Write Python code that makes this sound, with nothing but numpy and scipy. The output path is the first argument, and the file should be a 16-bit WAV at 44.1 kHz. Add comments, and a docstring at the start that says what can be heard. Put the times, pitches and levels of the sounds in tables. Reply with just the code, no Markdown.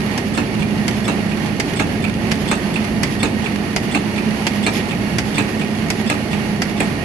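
"""In a workshop, close above its belt table, a die-cutting machine makes one stroke every 0.72 s.
In each stroke a stop snaps shut, a printed sheet swishes in, a latch ticks, the platen (the pressing
plate) clacks into the steel frame and a lever rattles back. Underneath, the drive drones and beats,
panels rumble, rollers whirr, a gear whines and belts tick. The blows are mostly short bursts of noise,
shaped by the parts they shake, and they echo in the room."""
import sys
import numpy as np
from scipy import signal
from scipy.fft import rfft, irfft, next_fast_len
from scipy.io import wavfile
from scipy.ndimage import map_coordinates

SR = 44100
rng = np.random.default_rng(int(sys.argv[2]) if len(sys.argv) > 2 else 0)


def generate_wav(sig):
    """Save sig (samples, or channels by samples) to the path in sys.argv[1] as 16-bit PCM at SR."""
    pcm = np.round(np.clip(np.atleast_2d(sig).T, -1, 1) * 32767).astype(np.int16)
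    wavfile.write(sys.argv[1], SR, pcm)


N = 310464

# The stop snaps shut. Each row: start in seconds, then relative levels in dB of its body and its edge.
STOP_SNAPS = [(0.177, -11, -16), (0.88, -9.5, -14), (1.5986, -7, -16), (2.3157, -6.5, -19.5),
              (3.032, -5.5, -13.5), (3.762, -6, -12), (4.467, -4.7, -27), (5.1838, -5.5, -18),
              (5.9019, -7, -12), (6.6186, -7, -17)]
# The platen closes. Each row: start in seconds, then relative levels in dB of the dull clank,
# bright crack, platen ring, hard knock, side rail ring and sizzle.
PLATEN_CLACKS = [(0.375, -9, -6, -16, -3, -26, -27), (1.079, -8.5, -7, -13, -7, -41, -26),
                 (1.796, -7.5, -6, -7, -1, -29, -27), (2.5131, -5.5, -2, -10, 1, -27, -17),
                 (3.2298, -7, -2, -7, -4, -20, -18.5), (3.9478, -8.5, -1.5, -3.5, -7, -28, -24.5),
                 (4.6643, -6, -9, -4.5, -8, -19.5, -19.5), (5.3808, -6.5, -6, -4.5, -7.5, -31, -21.5),
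                 (6.099, -7, 2, -6.5, -7, -28, -21), (6.8029, -9.5, -3, -8, -14, -34, -19.5)]
# The latch's tone colour. Each row: frequency in Hz, left and right level in dB.
LATCH_COLOUR = [(1200, -13, -7.5), (2230, -8, 1), (3070, -3, 4), (3530, 7.5, 11.5), (3840, -12, -6),
                (4470, -0.5, 2.5), (6000, -12, -12), (8000, -1, -9), (11500, -16, -23)]
# Where the rollers ring. Each row: pitch in Hz, width in Hz, boost in dB.
ROLLER_RINGING = [(840, 33, 5.5), (2180, 87, 1.5), (2830, 84, 5.5), (4410, 140, 3.5), (6010, 290, 5),
                  (6640, 220, 5.5)]


def amp(db):
    """Turn decibels into a gain."""
    return 10 ** (np.asarray(db) / 20)


def unit(x):
    """Scale x to an average power of 1."""
    return x / np.sqrt(np.mean(x ** 2) + 1e-20)


def along(points, hz, column=1):
    """Read between the rows of a table that starts with Hz, on a log frequency scale."""
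    table = np.transpose(points)
    return np.interp(np.log(hz + 1), np.log(table[0] + 1), table[column])


def curves(rows):
    """Turn each column after the time into one value per sample."""
    times, *columns = np.transpose(rows)
    return [np.interp(np.arange(N) / SR, times, column) for column in columns]


def after(events, delay, length):
    """A smooth bump of height 1 a little after each event."""
    t = np.arange(N) / SR
    return sum(np.exp(-.5 * ((t - start - delay) / length) ** 2) for start, *_ in events)


def wobble(rate):
    """A smooth curve through `rate` random values a second."""
    return map_coordinates(rng.standard_normal(int(N * rate / SR) + 4), [np.arange(N) * rate / SR])


def pan(left_db):
    """Two channel gains that make the left louder than the right by left_db."""
    return amp([[left_db / 2], [-left_db / 2]])


def filtered(x, response):
    """Scale each frequency in x by response(hz)."""
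    size = 2 * next_fast_len((N + SR // 2) // 2)
    return irfft(rfft(x, size) * response(np.fft.rfftfreq(size, 1 / SR)), size)[..., :N]


def noise():
    """White stereo noise, alike on both sides in the bass and unrelated in the treble."""
    # Each row: frequency in Hz, how alike left and right are from 0 to 1.
    likeness = [(25, 0.9), (60, 1), (130, 1), (280, 0.75), (590, 0.91), (1200, 0.016), (12000, .02)]
    angle = lambda hz: np.arccos(np.clip(along(likeness, hz), -1, 1)) / 2
    split = lambda hz: np.array([np.cos(angle(hz)), np.sin(angle(hz))])
    mid, side = filtered(rng.standard_normal((2, N)), split)
    return np.array([mid + side, mid - side])


def body(x, colour, modes=()):
    """x shakes a part, which gives it a tone colour and rings at its modes (its natural pitches)."""
    hz = np.fft.rfftfreq(4096, 1 / SR)
    db = np.array([along(colour, hz, column=1), along(colour, hz, column=2)])
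    db = db + sum(boost / (1 + (2 * (hz - centre) / width) ** 2) for centre, width, boost in modes)
    # Folding the cepstrum makes the part ring only after it is struck, never before.
    cepstrum = irfft(np.log(unit(amp(db))))
    half = len(hz) - 1
    fold = np.r_[1, np.full(half - 1, 2), 1, np.zeros(half - 1)]
    response = irfft(np.exp(rfft(cepstrum * fold)))
    return signal.fftconvolve(x, response, axes=1)[:, :N]


def blows(events, contacts, attack, repeat, scatter_db=0):
    """Each blow is a few fast-dying contacts; the same parts meet, so a share of the noise repeats."""
    t = np.arange(SR // 4) / SR
    fresh, same = noise(), noise()[:, :len(t)]
    first = min(delay for delay, _, _ in contacts)
    out = np.zeros((2, N + SR))
    chance = rng.standard_normal((len(events), len(contacts)))
    for k, ((start, db), luck) in enumerate(zip(events, chance)):
        power = 0
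        for (delay, level, fade), strength in zip(contacts, luck):
            age = np.maximum(t - (delay - first), 0)
            decay = amp(db + level + scatter_db * strength - 60 * age / fade)  # a fade is a 60 dB fall
            power = power + (decay * (1 - np.exp(-age / attack))) ** 2
        grain = np.sqrt(repeat) * same + np.sqrt(1 - repeat) * fresh[:, k * len(t):][:, :len(t)]
        out[:, round((start + first) * SR):][:, :len(t)] += np.sqrt(power) * grain
    return out[:, :N]


def ring(events, modes, attack, detune, scatter_db=0):
    """Each blow starts fading tones; detune varies their pitch and scatter_db their strength."""
    t = np.arange(SR // 5) / SR
    out = np.zeros((2, N + SR))
    chance = rng.standard_normal((len(events), len(modes), 2))
    for (start, db), luck in zip(events, chance):
        for (hz, fade, left_db, right_db), (strength, tuning) in zip(modes, luck):
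            tone = np.sin(2 * np.pi * hz * (1 + detune * tuning) * t)
            envelope = amp(-60 * t / fade) * (1 - np.exp(-t / attack))
            gains = amp(db + scatter_db * strength) * amp([[left_db], [right_db]])
            out[:, round(start * SR):][:, :len(t)] += gains * envelope * tone
    return out[:, :N]


def drive():
    """The drive drifts with the load, beats with a second motor, throbs and sags after each blow."""
    # The drive labours and recovers. Each row: time in seconds, relative level in dB, pitch in Hz.
    load = [(0, -24.5, 207), (.4, -27, 209), (.72, -17, 211), (1.0, -22, 206), (1.4, -21.5, 209),
            (1.82, -29, 205), (2.2, -21, 215), (2.55, -25, 206), (2.82, -18, 211), (3.1, -24.5, 209),
            (3.6, -20.5, 206), (4.0, -25.5, 209), (4.3, -18, 213), (4.62, -19, 206), (4.82, -26.5, 207),
            (5.1, -23, 206), (5.7, -23, 212), (6.5, -23.5, 206), (7.04, -23, 206)]
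    # Two shafts make it throb. Each row: swells per second, depth in dB, time of a crest in seconds.
    throbs = [(8.12, -1, 0.04), (11.38, 1.5, 0.028)]
    # Weaker tones of shafts, pump and motor. Each row: pitch in Hz, level in dB.
    shaft_tones = [(59.5, -42.5), (89, -38.5), (109, -37.5), (113, -43), (162, -36.5), (180, -35.5),
                   (222.7, -37.5), (239.5, -36), (284, -39), (350, -49), (440, -44.5)]
    t = np.arange(N) / SR
    swell_db, pitch_hz = curves(load)
    sag_db = 5.6 * after(STOP_SNAPS, delay=0.024, length=0.034)
    sag_db += 3.5 * after(PLATEN_CLACKS, delay=0.17, length=0.11)
    throb_db = sum(depth * np.cos(2 * np.pi * rate * (t - crest)) for rate, depth, crest in throbs)
    tone = np.sin(2 * np.pi * np.cumsum(pitch_hz) / SR + 0.83 * wobble(12))
    second_motor = amp(-10.5) * np.sin(2 * np.pi * 206.8 * t + 0.93 * wobble(8.7))
    drone = amp(swell_db + throb_db - sag_db) * (tone + second_motor)
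    shafts = sum(amp(db + 1.5 * wobble(6)) * np.sin(2 * np.pi * hz * t + 0.8 * wobble(9))
                 for hz, db in shaft_tones)
    return drone * pan(-6.5) + np.sqrt(2) * shafts * pan(-1.9)


def housing():
    """The machine's panels rumble; the deepest part swells and sinks slowly."""
    # The rumble's colour. Each row: frequency in Hz, relative level in dB.
    rumble = [(13, -60), (22, -42), (43, -16), (65, -16.5), (96, -14), (134, -12), (177, -4.5), (207, -1),
              (220, -1), (243, -10.5), (300, -13), (387, -12), (467, -21), (700, -24), (910, -47),
              (1540, -120)]
    # The deep part's swell. Each row: time in seconds, gain in dB.
    deep_swell = [(0, 0), (.7, 3.5), (1.05, -2), (2.1, 4), (2.6, 0), (2.95, 4.5), (4.2, -1), (4.7, -5.5),
                  (5.15, 4), (5.6, -3.5), (6.8, 1)]
    # How the rumble leans to one side. Each row: frequency in Hz, left and right level in dB.
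    lean = [(59.7, -4.5, -3.5), (140, 2.0, 1.5), (202.0, -11.0, -5.0), (245, -2.0, 1.5),
            (600, -4.5, 1.5)]
    shaking = filtered(noise(), lambda hz: amp(along(rumble, hz)))
    panels = unit(body(shaking, lean))
    deep = filtered(panels, lambda hz: 1 / (1 + (hz / 160) ** 4))
    deep_db, = curves(deep_swell)
    return amp(-23) * (panels - deep + amp(deep_db + 0.7 * wobble(7.9)) * deep)


def rollers():
    """Belts and rollers whirr with a fine chatter."""
    # The whirr's colour. Each row: frequency in Hz, left and right level in dB.
    colour = [(246, -9.5, -8), (507, -1.5, -2), (760, -1, 3.5), (940, -5.5, 0.5), (1430, -8.5, -3),
              (2180, -9.5, 1.5), (2700, -16.5, -1.5), (4000, -17.5, -11), (4380, -14.5, -7.5),
              (5680, -19, -15.5), (7000, -23.5, -23), (9630, -20.5, -27), (11160, -18.5, -11.5),
              (12740, -33, -34)]
    chatter = amp(1.08 * wobble(12) + 0.24 * wobble(220))
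    return amp(-28) * unit(body(chatter * noise(), colour, ROLLER_RINGING))


def gears():
    """Meshing gear teeth whine in narrow bands of noise."""
    # Each row: pitch in Hz, width in Hz, relative level in dB.
    bands = [(1873, 20, 2.5), (1850, 210, -4.5), (682, 24, 1.5)]
    mesh = lambda hz: sum(amp(db) / (1 + (2 * (hz - centre) / width) ** 2) for centre, width, db in bands)
    return amp(-38.5) * unit(filtered(noise(), mesh)) * pan(-8.5)


def belts(ticks_per_second, spread_db):
    """Belt joints and wheels tick lightly at random."""
    # The colour of loose parts on the table. Each row: frequency in Hz, left and right level in dB.
    clatter = [(500, -21, -20), (900, 0, -1.5), (1500, -6, -1.5), (2390, -7, 3.5), (3300, -10, -3),
               (4600, -9.5, -7), (7040, -15.5, -19), (11000, -18, -16.5)]
    t = np.arange(SR // 40) / SR
    sizes = amp(spread_db * np.minimum(rng.exponential(size=N), 2))
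    taps = (rng.random(N) < ticks_per_second / SR) * sizes
    envelope = signal.fftconvolve(taps, amp(-60 * t / 0.025))[:N]
    return amp(-39.5) * unit(body(envelope * noise(), clatter, ROLLER_RINGING))


def stop():
    """The sheet stop strikes with one hard push, chatters for a moment and clicks at its edge."""
    # The chatter's contacts. Each row: delay in seconds, level in dB, fade in seconds.
    contacts = [(0, 1.5, 0.039), (.003, -6.5, 0.091)]
    # Colours of the stop and its edge. Each row: frequency in Hz, left and right level in dB.
    colour = [(300, -10, -6), (825, -1.5, -0.5), (1210, -6.5, -5.5), (2020, 0, 6), (2760, -8.5, -0.5),
              (3500, -7, -4.5), (4140, -12.5, -10.5), (4600, -3.5, -1), (6460, -13, -10.5),
              (7760, -11.5, -20), (9000, -18, -23), (11000, -20.5, -17)]
    edge_colour = [(2500, -24, -14), (3300, -6, -4), (4040, -12, -26), (5300, 5, 2), (7800, -1, -4),
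                   (11000, -3.5, -4)]
    # Where the steel stop rings. Each row: pitch in Hz, width in Hz, boost in dB.
    modes = [(2150, 250, 11), (3420, 440, 6), (4900, 320, 6), (6340, 240, 7), (7600, 400, 14)]
    starts, body_db, edge_db = np.transpose(STOP_SNAPS)
    pushes = np.zeros((2, N))
    pushes[:, np.round((starts + .0008) * SR).astype(int)] = amp(body_db + 7.5)
    chatter = blows(list(zip(starts, body_db)), contacts, attack=0.0012, repeat=0.17)
    click = blows(list(zip(starts, edge_db)), [(0, 0, 0.015)], attack=0.00028, repeat=0.2)
    return body(pushes, colour, modes) + amp(-4.5) * body(chatter, colour) + body(click, edge_colour)


def workshop(x):
    """The room answers with a smooth echo that dies sooner in the treble."""
    # Each row: frequency in Hz, the echo's fade in seconds.
    fades = [(200, 0.88), (2000, 0.75), (10000, 0.31)]
    hz, t, spectrum = signal.stft(rng.standard_normal((2, SR // 2)), SR, nperseg=256)
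    tail = signal.istft(spectrum * amp(-60 * t / along(fades, hz)[:, None]), SR, nperseg=256)[1]
    return signal.fftconvolve(x, tail / np.linalg.norm(tail[0]), axes=1)[:, :N]


def sheets():
    """Paper slides in before each clack as a grainy swell of noise; some sheets scuff the guide."""
    # The scuffs. Each row: time of the peak in seconds, level in dB, length in seconds.
    scuffs = [(3.13, -54, 0.017), (4.767, -24, 0.026), (5.505, -36, 0.023)]
    # The paper's colour. Each row: frequency in Hz, left and right level in dB.
    paper = [(1200, -1, -1), (2300, -2, 11.5), (3200, 1, 12), (4200, -3, 2), (6900, -5, -2.5),
             (8200, -12, -24), (10800, -11, -6.5)]
    # Where the guide rings under the paper. Each row: pitch in Hz, width in Hz, boost in dB.
    guide = [(2340, 300, 3), (5140, 500, 8.5), (6800, 400, 6), (8800, 500, 12), (11300, 350, 15)]
    t = np.arange(N) / SR
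    entering = [(start - .1, db - 25.5, .018) for start, db, *_ in PLATEN_CLACKS]
    swell = sum(amp(db) * np.exp(-.5 * ((t - peak) / length) ** 2)
                for peak, db, length in entering + scuffs)
    grain = unit(amp(wobble(280)) * noise())
    return body(swell * grain, paper, guide)


def frame(x, colour, detune, scatter_db=0):
    """x rings the steel frame; the load differs from stroke to stroke, and with it the ringing."""
    # Where the frame rings. Each row: pitch in Hz, width in Hz, boost in dB.
    steel_modes = [(869, 66, 18), (1282, 70, 18), (1627, 260, 11.5), (2230, 100, 8), (2560, 250, 10.5),
                   (3534, 230, 10), (4450, 150, 7), (5280, 110, 17.5), (6560, 260, 8), (8200, 1400, 7)]
    edges = [round(start * SR) for start, *_ in STOP_SNAPS] + [N]
    chance = rng.standard_normal((len(STOP_SNAPS), len(steel_modes), 2))
    out = np.zeros((2, N + SR))
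    for start, end, luck in zip(edges, edges[1:], chance):
        modes = [(hz * (1 + detune * tuning), width, boost + scatter_db * strength)
                 for (hz, width, boost), (tuning, strength) in zip(steel_modes, luck)]
        rung = body(x[:, start:end], colour, modes)
        out[:, start:start + rung.shape[1]] += rung
    return out[:, :N]


def latch():
    """A latch ticks drily through the frame just before the platen closes."""
    # Each row: delay in seconds (negative is early), level in dB, fade in seconds.
    contacts = [(-.037, 0.5, 0.063), (-.0265, 3.4, 0.072), (-.006, 2, .03)]
    events = [(start, db) for start, db, *_ in PLATEN_CLACKS]
    ticks = blows(events, contacts, attack=0.00071, repeat=0.11, scatter_db=0.5)
    return amp(-19) * frame(ticks, LATCH_COLOUR, detune=0.011, scatter_db=-2.5)


def platen():
    """The platen closes: a knock, ringing steel, a crack that bounces, a sizzle and a longer clank."""
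    # The contacts in each sound. Each row: delay in seconds, level in dB, fade in seconds.
    knock_contacts = [(.001, -4.5, 0.028), (.007, -7, 0.062)]
    crack_contacts = [(0, -5.5, 0.033), (0.016, -27, 0.012), (.027, -18, .025), (.04, -19, 0.017)]
    sizzle_contacts = [(0, 0, 0.042), (.027, -16, .03), (.04, -14, 0.022)]
    clank_contacts = [(0, -0.5, 0.036), (.004, -5, 0.15), (0.017, -4, .03), (0.024, -5.5, 0.038)]
    # The colour of each sound. Each row: frequency in Hz, left and right level in dB.
    knock_colour = [(200, -27, -12), (500, -5, -1), (950, 4, 4), (1500, -6, 2), (2090, -10, -14),
                    (4000, -13, -18), (5500, -10, -15), (8000, -32, -29)]
    crack_colour = [(800, -48, -17), (2330, 4, 8.5), (3180, -10, -10), (4160, 5, -14), (4900, -4, -32),
                    (6960, -26, -20), (7760, -19, -31), (9700, -3, -30), (11300, -4, -11)]
    sizzle_colour = [(4000, -45, -45), (7050, -13, -21), (7830, 3, -11), (8500, 2, -12), (9400, -15, -22),
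                     (12000, -26, -30)]
    clank_colour = [(418, -36, 1), (790, -15, 1), (1310, -9, -4.5), (1710, -6, 4), (2340, -2.5, 2),
                    (2750, -7, 9.5), (3170, -5, -3.5), (4100, -18, 3), (4960, -19, -25), (6650, -6.5, -8),
                    (8500, -13, -25), (9700, -32, -27), (11200, -24, -30)]
    # Platen and side rail ring. Each row: pitch in Hz, fade in seconds, left and right level in dB.
    plate_modes = [(2170, 0.026, -10, -0.5), (2370, 0.026, -16, 3.5), (2700, 0.02, -23, 0.5)]
    rail_modes = [(4265, 0.054, 0, 4), (4540, 0.044, -7, -2), (3530, 0.041, -7, -4)]
    starts, *levels = np.transpose(PLATEN_CLACKS)
    clanks, cracks, rings, knocks, rails, sizzles = (list(zip(starts, db)) for db in levels)
    knock = amp(-11.5) * body(blows(knocks, knock_contacts, attack=0.0006, repeat=0.081), knock_colour)
    plate = amp(-5) * ring(rings, plate_modes, attack=0.00063, detune=0.027, scatter_db=1)
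    rail = ring(rails, rail_modes, attack=0.00068, detune=0.0089)
    sharp_hits = blows(cracks, crack_contacts, attack=0.00019, repeat=0.047, scatter_db=-1)
    crack = amp(-9.5) * frame(sharp_hits, crack_colour, detune=0.016, scatter_db=3)
    # Thin steel parts sizzle with the blow and its bounces.
    sizzle = body(blows(sizzles, sizzle_contacts, attack=0.0003, repeat=0.05), sizzle_colour)
    dull_hits = blows(clanks, clank_contacts, attack=0.0012, repeat=0.22, scatter_db=-1)
    clank = amp(-6) * frame(dull_hits, clank_colour, detune=0.038, scatter_db=0.4)
    return knock + plate + rail + crack + sizzle + clank


def housing_thud():
    """The platen's blow thuds and booms through the whole housing, about equally at every stroke."""
    # The thud's contacts. Each row: delay in seconds, level in dB, fade in seconds.
    contacts = [(0, -1, 0.12), (0.012, -3, 0.13)]
    # The thud's colour. 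Each row: frequency in Hz, left and right level in dB.
    colour = [(83, -21, -27), (157, -18, -12), (296, -7, -5), (410, -8, -2.5), (506, -9, -8),
              (815, -11, -7), (1300, -10, -39), (2190, -75, -35.5)]
    # The housing booms. Each row: pitch in Hz, fade in seconds, left and right level in dB.
    modes = [(291.4, 0.19, -5, -0.5), (439, 0.11, -18, -21)]
    presses = [(start, -17) for start, *_ in PLATEN_CLACKS]
    thud = body(blows(presses, contacts, attack=0.0017, repeat=0.15, scatter_db=0.5), colour)
    boom = amp(5.7) * ring(presses, modes, attack=0.0027, detune=0.012, scatter_db=0.6)
    return thud + boom


def lever():
    """The latch lets the feed lever go; it knocks twice on its rest and rattles the frame."""
    # The lever falls back. Each row: start in seconds, relative level in dB.
    falls = [(0.621, -25), (1.3104, -29), (2.0402, -24), (2.7569, -23), (3.4592, -24), (4.178, -24.5),
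             (4.9088, -24.5), (5.6115, -24), (6.33, -23.5)]
    # The contacts in each sound. Each row: delay in seconds, level in dB, fade in seconds.
    release_contacts = [(-.018, 5, 0.075), (-.009, 0, 0.058), (.001, -1.5, .12)]
    knock_contacts = [(0, 6.5, .03), (.0068, 5, 0.031)]
    rattle_contacts = [(0, 12, 0.027), (.0065, 5, 0.092), (0.021, 4, .05), (0.045, -3, 0.024)]
    # Colours of the lever and its rattle. Each row: frequency in Hz, left and right level in dB.
    lever_colour = [(1100, -13, -15), (1900, -22, -15), (2300, -15, 3), (2720, -14, 2), (3100, -16, -9),
                    (3480, -12, -4), (5000, -29, -25), (8200, -19, -26), (11500, -39, -31)]
    rattle_colour = [(400, -34, -12), (790, -9, -2), (1210, -7, -10), (1910, -12, -12), (2400, -5, 12),
                     (3120, -12, -9), (4400, -14, -12), (6000, -38, -29), (8900, -17, -35),
                     (11500, -30, -49)]
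    ticks = blows(falls, release_contacts, attack=0.00089, repeat=0.086, scatter_db=-0.5)
    release = amp(-9.5) * body(ticks, LATCH_COLOUR)
    knocks = amp(-0.9) * body(blows(falls, knock_contacts, attack=0.0005, repeat=0.055), lever_colour)
    bounces = blows(falls, rattle_contacts, attack=0.00076, repeat=0.15, scatter_db=1.5)
    rattle = amp(-4) * frame(bounces, rattle_colour, detune=0.022)
    return release + knocks + rattle


def scene():
    """The strokes, their echo and the sheets over the running machine."""
    hits = stop() + latch() + platen() + housing_thud() + lever()
    strokes = hits + amp(-14) * workshop(hits) + sheets()
    return strokes + drive() + housing() + rollers() + gears() + belts(ticks_per_second=75, spread_db=6)


def record(dry):
    """Flatten peaks beyond full scale, then cut away the highest treble."""
    top_hz = 11900
    return filtered(np.clip(dry, -1, 1), lambda hz: 1 / (1 + (hz / top_hz) ** 120))


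dry = scene()
out = record(dry)
generate_wav(out)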